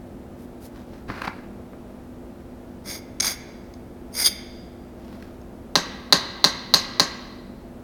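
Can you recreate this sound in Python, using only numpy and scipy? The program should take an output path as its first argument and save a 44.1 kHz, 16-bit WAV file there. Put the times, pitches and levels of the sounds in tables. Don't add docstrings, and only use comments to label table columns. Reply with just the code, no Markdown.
import sys
import numpy as np
from scipy import signal
from scipy.fft import rfft, irfft
from scipy.io import wavfile

SR = 44100
rng = np.random.default_rng(int(sys.argv[2]) if len(sys.argv) > 2 else 0)


def inscribe(sig):
    pcm = np.round(np.clip(np.atleast_2d(sig).T, -1, 1) * 32767)
    wavfile.write(sys.argv[1], SR, pcm.astype(np.int16))


N = 345303
T = np.arange(N) / SR
FILTER_SIZE = 4096
HZ = np.fft.rfftfreq(FILTER_SIZE, 1 / SR)

# frequency_hz, level_db
ROOM_SPECTRUM = [(150, -3), (600, -2.5), (1100, -1), (2000, 2.5), (3000, 1), (4300, -7.5), (6300, -5.5),
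                 (9000, -6.5), (15000, 0.5)]
# frequency_hz, t60_s
ROOM_DECAY = [(150, 0.83), (500, 1), (1100, 1.27), (2000, 1.12), (4300, 1.04), (6300, 0.77), (9000, .48),
              (15000, 0.29)]
# frequency_hz, level_db
SCATTER_SPECTRUM = [(150, -8), (500, 3), (1100, 0), (2000, 1.5), (3000, -3), (4200, -7), (6300, 3),
                    (9000, -0.5), (15000, 1.5)]
# frequency_hz, t60_s
SCATTER_DECAY = [(150, 0.093), (1000, 0.17), (4000, 0.2), (9000, 0.14), (15000, 0.13)]
# delay_s, level_db
ARCH_PATHS = [(0, 0), (.00485, -1.5), (.0087, -13), (.0155, -19)]

# frequency_hz, level_db
AIR_SPECTRUM = [(12, -58), (20, -10), (64, -2), (168, -8.5), (242, -3.5), (271, -5), (340, -9.5),
                (371, -9.5), (617, -11.5), (1120, -24.5), (1220, -24), (2770, -36), (6680, -43),
                (16100, -45), (17500, -40.5)]
# centre_hz, half_width_hz, level_db
DUCT_MODES = [(54.2, 10, -55.5), (201.5, 12, -51)]
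# pitch_hz, level_db
FAN_TONES = [(245.7, -47.5), (346.1, -51)]

# start_s, rise_s, fall_s, pressure_db
FINGER_STROKES = [(.37, 0.048, .055, -57.5), (.595, 0.057, 0.048, -49.5)]
# frequency_hz, level_db
DUST_SPECTRUM = [(800, -4), (2500, -6), (5000, -2), (8000, -6), (11000, -1), (17000, -5)]
# start_s, rise_s, fall_s, pressure_db
SLEEVE_STROKES = [(.71, 0.067, 0.12, -50), (.85, .1, 0.11, -50), (4.91, 0.21, 0.34, -50)]
# frequency_hz, level_db
CLOTH_SPECTRUM = [(300, 8), (1200, 0.5), (2800, -8.5), (5000, -9.5), (8000, -23), (16000, -21)]

# start_s, rise_s, fall_s, pressure_db
BRICK_SHOVES = [(1.075, 0.024, .045, -35.5), (1.11, 0.065, 0.1, -38.5), (1.215, 0.042, 0.053, -34),
                (1.28, 0.066, 0.16, -48.5)]
# start_s, level_db, thump_db, tilt_db_per_octave
BRICK_BUMPS = [(1.0903, -6.5, 7, -6.5), (1.0998, -0.5, -3, -4.5), (1.2172, -2.5, -27, 0.5),
               (1.25, -14, -11, 3.5), (1.272, -7, -10, -1.5), (1.2767, 1, -5, -1.5),
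               (1.7311, -12.5, -19, -7), (3.2415, -7.5, -6, 0.5), (5.2236, -19, -21.5, 3.5)]
# frequency_hz, level_db
BRICK_SPECTRUM = [(80, -35.5), (200, 2), (450, -3), (800, 1), (1600, 1.5), (2400, -5), (3300, -14.5),
                  (4600, -12), (7000, -27.5), (16000, -32.5)]
# pitch_hz, level_db, t60_s
TIMBER_MODES = [(42, -25, 0.11), (74, -23, 0.13), (110, -14, 0.05), (174.5, -19.5, 0.041)]

# start_s, rise_s, fall_s, pressure_db, peakedness, grip
TOOL_STROKES = [(2.835, 0.07, 0.11, -33.5, 1.7, "along"), (3.195, 0.066, 0.1, -25, 1.4, "along"),
                (4.109, 0.11, 0.051, -22.5, 2.4, "across"), (4.232, .031, 0.041, -12.5, 2.7, "flick")]
# centre_hz, half_width_hz, along_db, across_db, flick_db
TOOL_MODES = [(2153, 154, -5, -3.5, -4.5), (3477, 190, -10, -9, 6), (4870, 170, -1, 4.5, 14),
              (5500, 160, -5, -0.5, -9), (6425, 140, -2, -1, 5), (9210, 330, -8.5, -1, 3),
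              (10370, 240, -12.5, -6.5, -16), (11020, 280, -11, -9, 0), (13470, 390, -9.5, -5.5, -2.5),
              (16600, 400, -35, -25, -10.5)]
# frequency_hz, level_db
GRIT_SPECTRUM = [(100, -22.5), (600, -13.5), (1000, -14.5), (1700, -12.5), (2800, -25), (4200, -14),
                 (6200, -13.5), (7700, -24), (10000, -24), (12300, -35.5), (14500, -23), (17500, -36)]
# pitch_hz, level_db, t60_s
TOOL_RING_MODES = [(2272, -50, 0.11), (4860, -57, 0.45), (4870, -54, 0.23), (6363, -56, 0.12),
                   (9175, -62, .2)]
# start_s, level_db
EDGE_CATCHES = [(3.2002, 0.5), (3.2051, 3.5), (3.2275, -3.5), (3.2455, -5), (3.2670, -2), (3.2780, -3.5),
                (3.49, -37.5), (3.7375, -28.5), (3.749, -42.5), (5.414, -37.5)]
# frequency_hz, level_db
CATCH_SPECTRUM = [(500, -13.5), (2000, -6.5), (4500, -2), (6500, -1.5), (9000, -7), (14000, -18.5)]

# start_s, force_db, brick_db, crack_db, clang_pitch_ratio
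TROWEL_TAPS = [(5.7552, -8.5, 7, 8, 0.975), (6.1247, -1.5, 2, 2.5, 0.98), (6.442, -3, 1.5, 3, 0.982),
               (6.7389, -2.5, -1.5, 5.5, 0.994), (6.9973, -6, 3.5, 5.5, 0.999)]
# frequency_hz, level_db
CRACK_SPECTRUM = [(200, -3.5), (600, -9), (1100, 3.5), (2400, -5.5), (3100, 3), (4200, 3.5), (6300, 3),
                  (7600, -7), (10500, -12.5), (14000, -14), (17500, -35)]
# frequency_hz, level_db
CRUSH_SPECTRUM = [(300, -30.5), (1300, -23.5), (2400, -15.5), (3000, -18.5), (5000, -10.5), (6400, -2.5),
                  (7700, -11.5), (9200, -10), (11200, -11.5), (13700, -16.5), (17500, -31.5)]
# nominal_pitch_hz, level_db, t60_s
CLANG_MODES = [(3954, 5.5, 0.0067), (4172, 10.5, 0.0076), (4327, -4.5, 0.012), (4670, 5.5, 0.0098),
               (5980, -12.5, 0.013), (6450, -12, 0.01)]
# pitch_hz, level_db, t60_s
BLADE_MODES = [(535, -47.5, 1), (1037, -39.5, 0.85), (1124, -40, .8), (1083, -30, 0.25), (1624, -55, 0.693),
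               (1950, -40.5, 0.87), (2000, -45, 0.9), (3720, -52, .2), (4160, -43.5, 0.15),
               (4351, -39.5, 0.1495), (4580, -49.5, 0.55), (5604, -59.5, .6)]
# pitch_hz, level_db, t60_s
BRICK_MODES = [(591, -17, 0.035), (686, -16, 0.021), (841, 0, 0.0072), (1013, 0, 0.0071), (1565, -14, 0.03),
               (1908, -9, 0.018), (2660, -27.5, 0.066)]
# pitch_hz, level_db, t60_s
WALL_MODES = [(176, -22, 0.077), (187.3, -21, 0.11), (279, -4, 0.027), (386, -6.5, 0.025)]


def amp(db):
    return 10 ** (np.asarray(db) / 20)


def unit_rms(x):
    return x / np.sqrt(np.mean(x ** 2) + 1e-20)


def wander(rate_hz):
    knots = T * 2 * rate_hz
    return unit_rms(np.interp(knots, np.arange(N), rng.standard_normal(N)))


def curve_at(points, hz):
    frequencies, values = np.transpose(points)
    return np.interp(np.log(hz + 1), np.log(frequencies), values)


def add(mix, start_s, sound):
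    part = mix[round(start_s * SR):][:len(sound)]
    part += sound[:len(part)]


def through(x, response):
    return signal.fftconvolve(x, response)[:N]


def click(spectrum_db):
    cepstrum = irfft(np.log(amp(spectrum_db)))
    cepstrum[1:FILTER_SIZE // 2] *= 2
    cepstrum[FILTER_SIZE // 2 + 1:] = 0
    pulse = irfft(np.exp(rfft(cepstrum)))
    return pulse / np.linalg.norm(pulse)


def burst(spectrum, decay_s):
    t = T[:SR // 40]
    fractures = rng.standard_normal(len(t)) * t * np.exp(-t / decay_s)
    crunch = signal.fftconvolve(fractures, click(curve_at(spectrum, HZ)))
    return crunch / np.linalg.norm(crunch)


def ring(modes, rise_s):
    t = T[:SR]
    sound = sum(amp(db - 60 * t / t60) * np.sin(2 * np.pi * hz * t) for hz, db, t60 in modes)
    return sound * (1 - np.exp(-(t / rise_s) ** 2))


def stroke(start_s, rise_s, fall_s, pressure_db, peakedness=1.56):
    phase = np.interp(T - start_s, [0, rise_s, rise_s + fall_s], [0, 1, 0])
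    return amp(pressure_db) * np.sin(np.pi / 2 * phase) ** peakedness


def friction(strokes, grains_per_s, spread_db, rub):
    sizes = amp(spread_db * np.minimum(rng.exponential(1, N), 4)) * rng.choice([-1, 1], N)
    grains = unit_rms(sizes * (rng.random(N) < grains_per_s / SR))
    rubbing = rub * rng.standard_normal(N)
    judder = amp(1.5 * wander(rate_hz=160))
    pressure = sum(stroke(*row) for row in strokes)
    return pressure * unit_rms((grains + rubbing) * judder)


def diffuse_field(x, spectrum, decay, build_s):
    hz, t, bands = signal.stft(rng.standard_normal(SR * 3 // 2), SR, nperseg=256)
    bands *= amp(curve_at(spectrum, hz)[:, None] - 60 * t / curve_at(decay, hz)[:, None])
    tail = signal.istft(bands, SR, nperseg=256)[1]
    tail *= 1 - np.exp(-(T[:len(tail)] / build_s) ** 2)
    return through(x, tail / np.linalg.norm(tail))


def workshop(x, wet_db):
    return amp(wet_db) * diffuse_field(x, ROOM_SPECTRUM, ROOM_DECAY, build_s=0.013)


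def scatter(x, wet_db):
    return amp(wet_db) * diffuse_field(x, SCATTER_SPECTRUM, SCATTER_DECAY, build_s=0.016)


def resonance(hz, centre_hz, half_width_hz):
    return 1 / (1 + ((hz - centre_hz) / half_width_hz) ** 2)


def coloured_noise(gain):
    return unit_rms(irfft(rfft(rng.standard_normal(N)) * gain, N))


def ventilation():
    hz = np.fft.rfftfreq(N, 1 / SR)
    out = amp(-42) * coloured_noise(amp(curve_at(AIR_SPECTRUM, hz)))
    for centre_hz, half_width_hz, level_db in DUCT_MODES:
        out += amp(level_db) * coloured_noise(resonance(hz, centre_hz, half_width_hz))
    for pitch_hz, level_db in FAN_TONES:
        cycles = np.cumsum(pitch_hz + 0.4 * wander(rate_hz=3.1)) / SR
        out += amp(level_db + 0.1 * wander(rate_hz=3.1)) * unit_rms(np.sin(2 * np.pi * cycles))
    return out


def fingers():
    brushing = friction(FINGER_STROKES, grains_per_s=2500, spread_db=4, rub=0.8)
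    return through(brushing, click(curve_at(DUST_SPECTRUM, HZ)))


def sleeves():
    rustling = friction(SLEEVE_STROKES, grains_per_s=1000, spread_db=3, rub=0.61)
    return through(rustling, click(curve_at(CLOTH_SPECTRUM, HZ)))


def brick_shuffle():
    grinding = friction(BRICK_SHOVES, grains_per_s=2500, spread_db=2, rub=0.7)
    out = through(grinding, click(curve_at(BRICK_SPECTRUM, HZ)))
    thump = amp(-6.5) * ring(TIMBER_MODES, rise_s=0.0037)
    for start_s, level_db, thump_db, tilt in BRICK_BUMPS:
        spectrum = [(hz, db + tilt * np.log2(hz / 1000)) for hz, db in BRICK_SPECTRUM]
        add(out, start_s, amp(level_db) * burst(spectrum, decay_s=0.0018))
        add(out, start_s, amp(level_db + thump_db) * thump)
    return out


def tool_response(grip):
    power = amp(curve_at(GRIT_SPECTRUM, HZ)) ** 2
    for centre_hz, half_width_hz, along_db, across_db, flick_db in TOOL_MODES:
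        level_db = {"along": along_db, "across": across_db, "flick": flick_db}[grip]
        power += (amp(level_db) * resonance(HZ, centre_hz, half_width_hz)) ** 2
    return click(10 * np.log10(power))


def tool_strokes(grip):
    return [row[:-1] for row in TOOL_STROKES if row[-1] == grip]


def joint_scrapes():
    along = friction(tool_strokes("along"), grains_per_s=5000, spread_db=0, rub=0.1)
    across = friction(tool_strokes("across"), grains_per_s=4100, spread_db=1.5, rub=0.7)
    flick = friction(tool_strokes("flick"), grains_per_s=5000, spread_db=1.6, rub=0.28)
    catches = np.zeros(N)
    for start_s, level_db in EDGE_CATCHES:
        add(catches, start_s, amp(level_db) * burst(CATCH_SPECTRUM, decay_s=0.0014))
    rasp = through(along + catches, tool_response("along"))
    rasp += through(across, tool_response("across"))
    rasp += through(flick, tool_response("flick"))
    drive = along + across + flick + amp(8) * catches
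    return rasp + amp(-2) * through(drive, ring(TOOL_RING_MODES, rise_s=0.001))


def trowel_taps():
    out, radiated = np.zeros((2, N))
    knock = ring(BRICK_MODES, rise_s=0.00094)
    blade = ring(BLADE_MODES, rise_s=0.0012)
    thud = ring(WALL_MODES, rise_s=0.0028)
    for start_s, force_db, brick_db, crack_db, pitch_ratio in TROWEL_TAPS:
        clang = ring([(hz * pitch_ratio, db, t60) for hz, db, t60 in CLANG_MODES], rise_s=0.00093)
        hit = amp(3) * clang + amp(brick_db) * knock
        add(hit, 0.0003, amp(8 + crack_db) * click(curve_at(CRACK_SPECTRUM, HZ)))
        add(hit, 0, amp(3) * burst(CRUSH_SPECTRUM, decay_s=0.0016))
        body = blade.copy()
        add(body, 0.00634, amp(brick_db) * thud)
        force = amp(force_db)
        for delay_s, path_db in ARCH_PATHS:
            add(out, start_s + delay_s, force * amp(path_db) * hit)
        add(out, start_s, force * body)
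        blow = force * (hit + body)
        add(radiated, start_s, blow)
        add(out, start_s, workshop(blow, wet_db=-11.5))
    out += scatter(radiated, wet_db=-6)
    return signal.sosfilt(signal.butter(6, 130, "highpass", fs=SR, output="sos"), out)


def scene():
    steel, brick = joint_scrapes(), brick_shuffle()
    steel = steel + scatter(steel, wet_db=-17.5) + workshop(steel, wet_db=-16.5)
    brick = brick + scatter(brick, wet_db=-11.5) + workshop(brick, wet_db=-22.5)
    return (trowel_taps() + steel + brick + fingers() + sleeves() + ventilation())[None]


def record(dry):
    saturated = dry / (1 + dry ** 6) ** (1 / 6)
    lowpass = signal.firwin(255, 17400, window=("kaiser", 9), fs=SR)
    return signal.oaconvolve(saturated, lowpass[None], "same")


dry = scene()
out = record(dry)
inscribe(out)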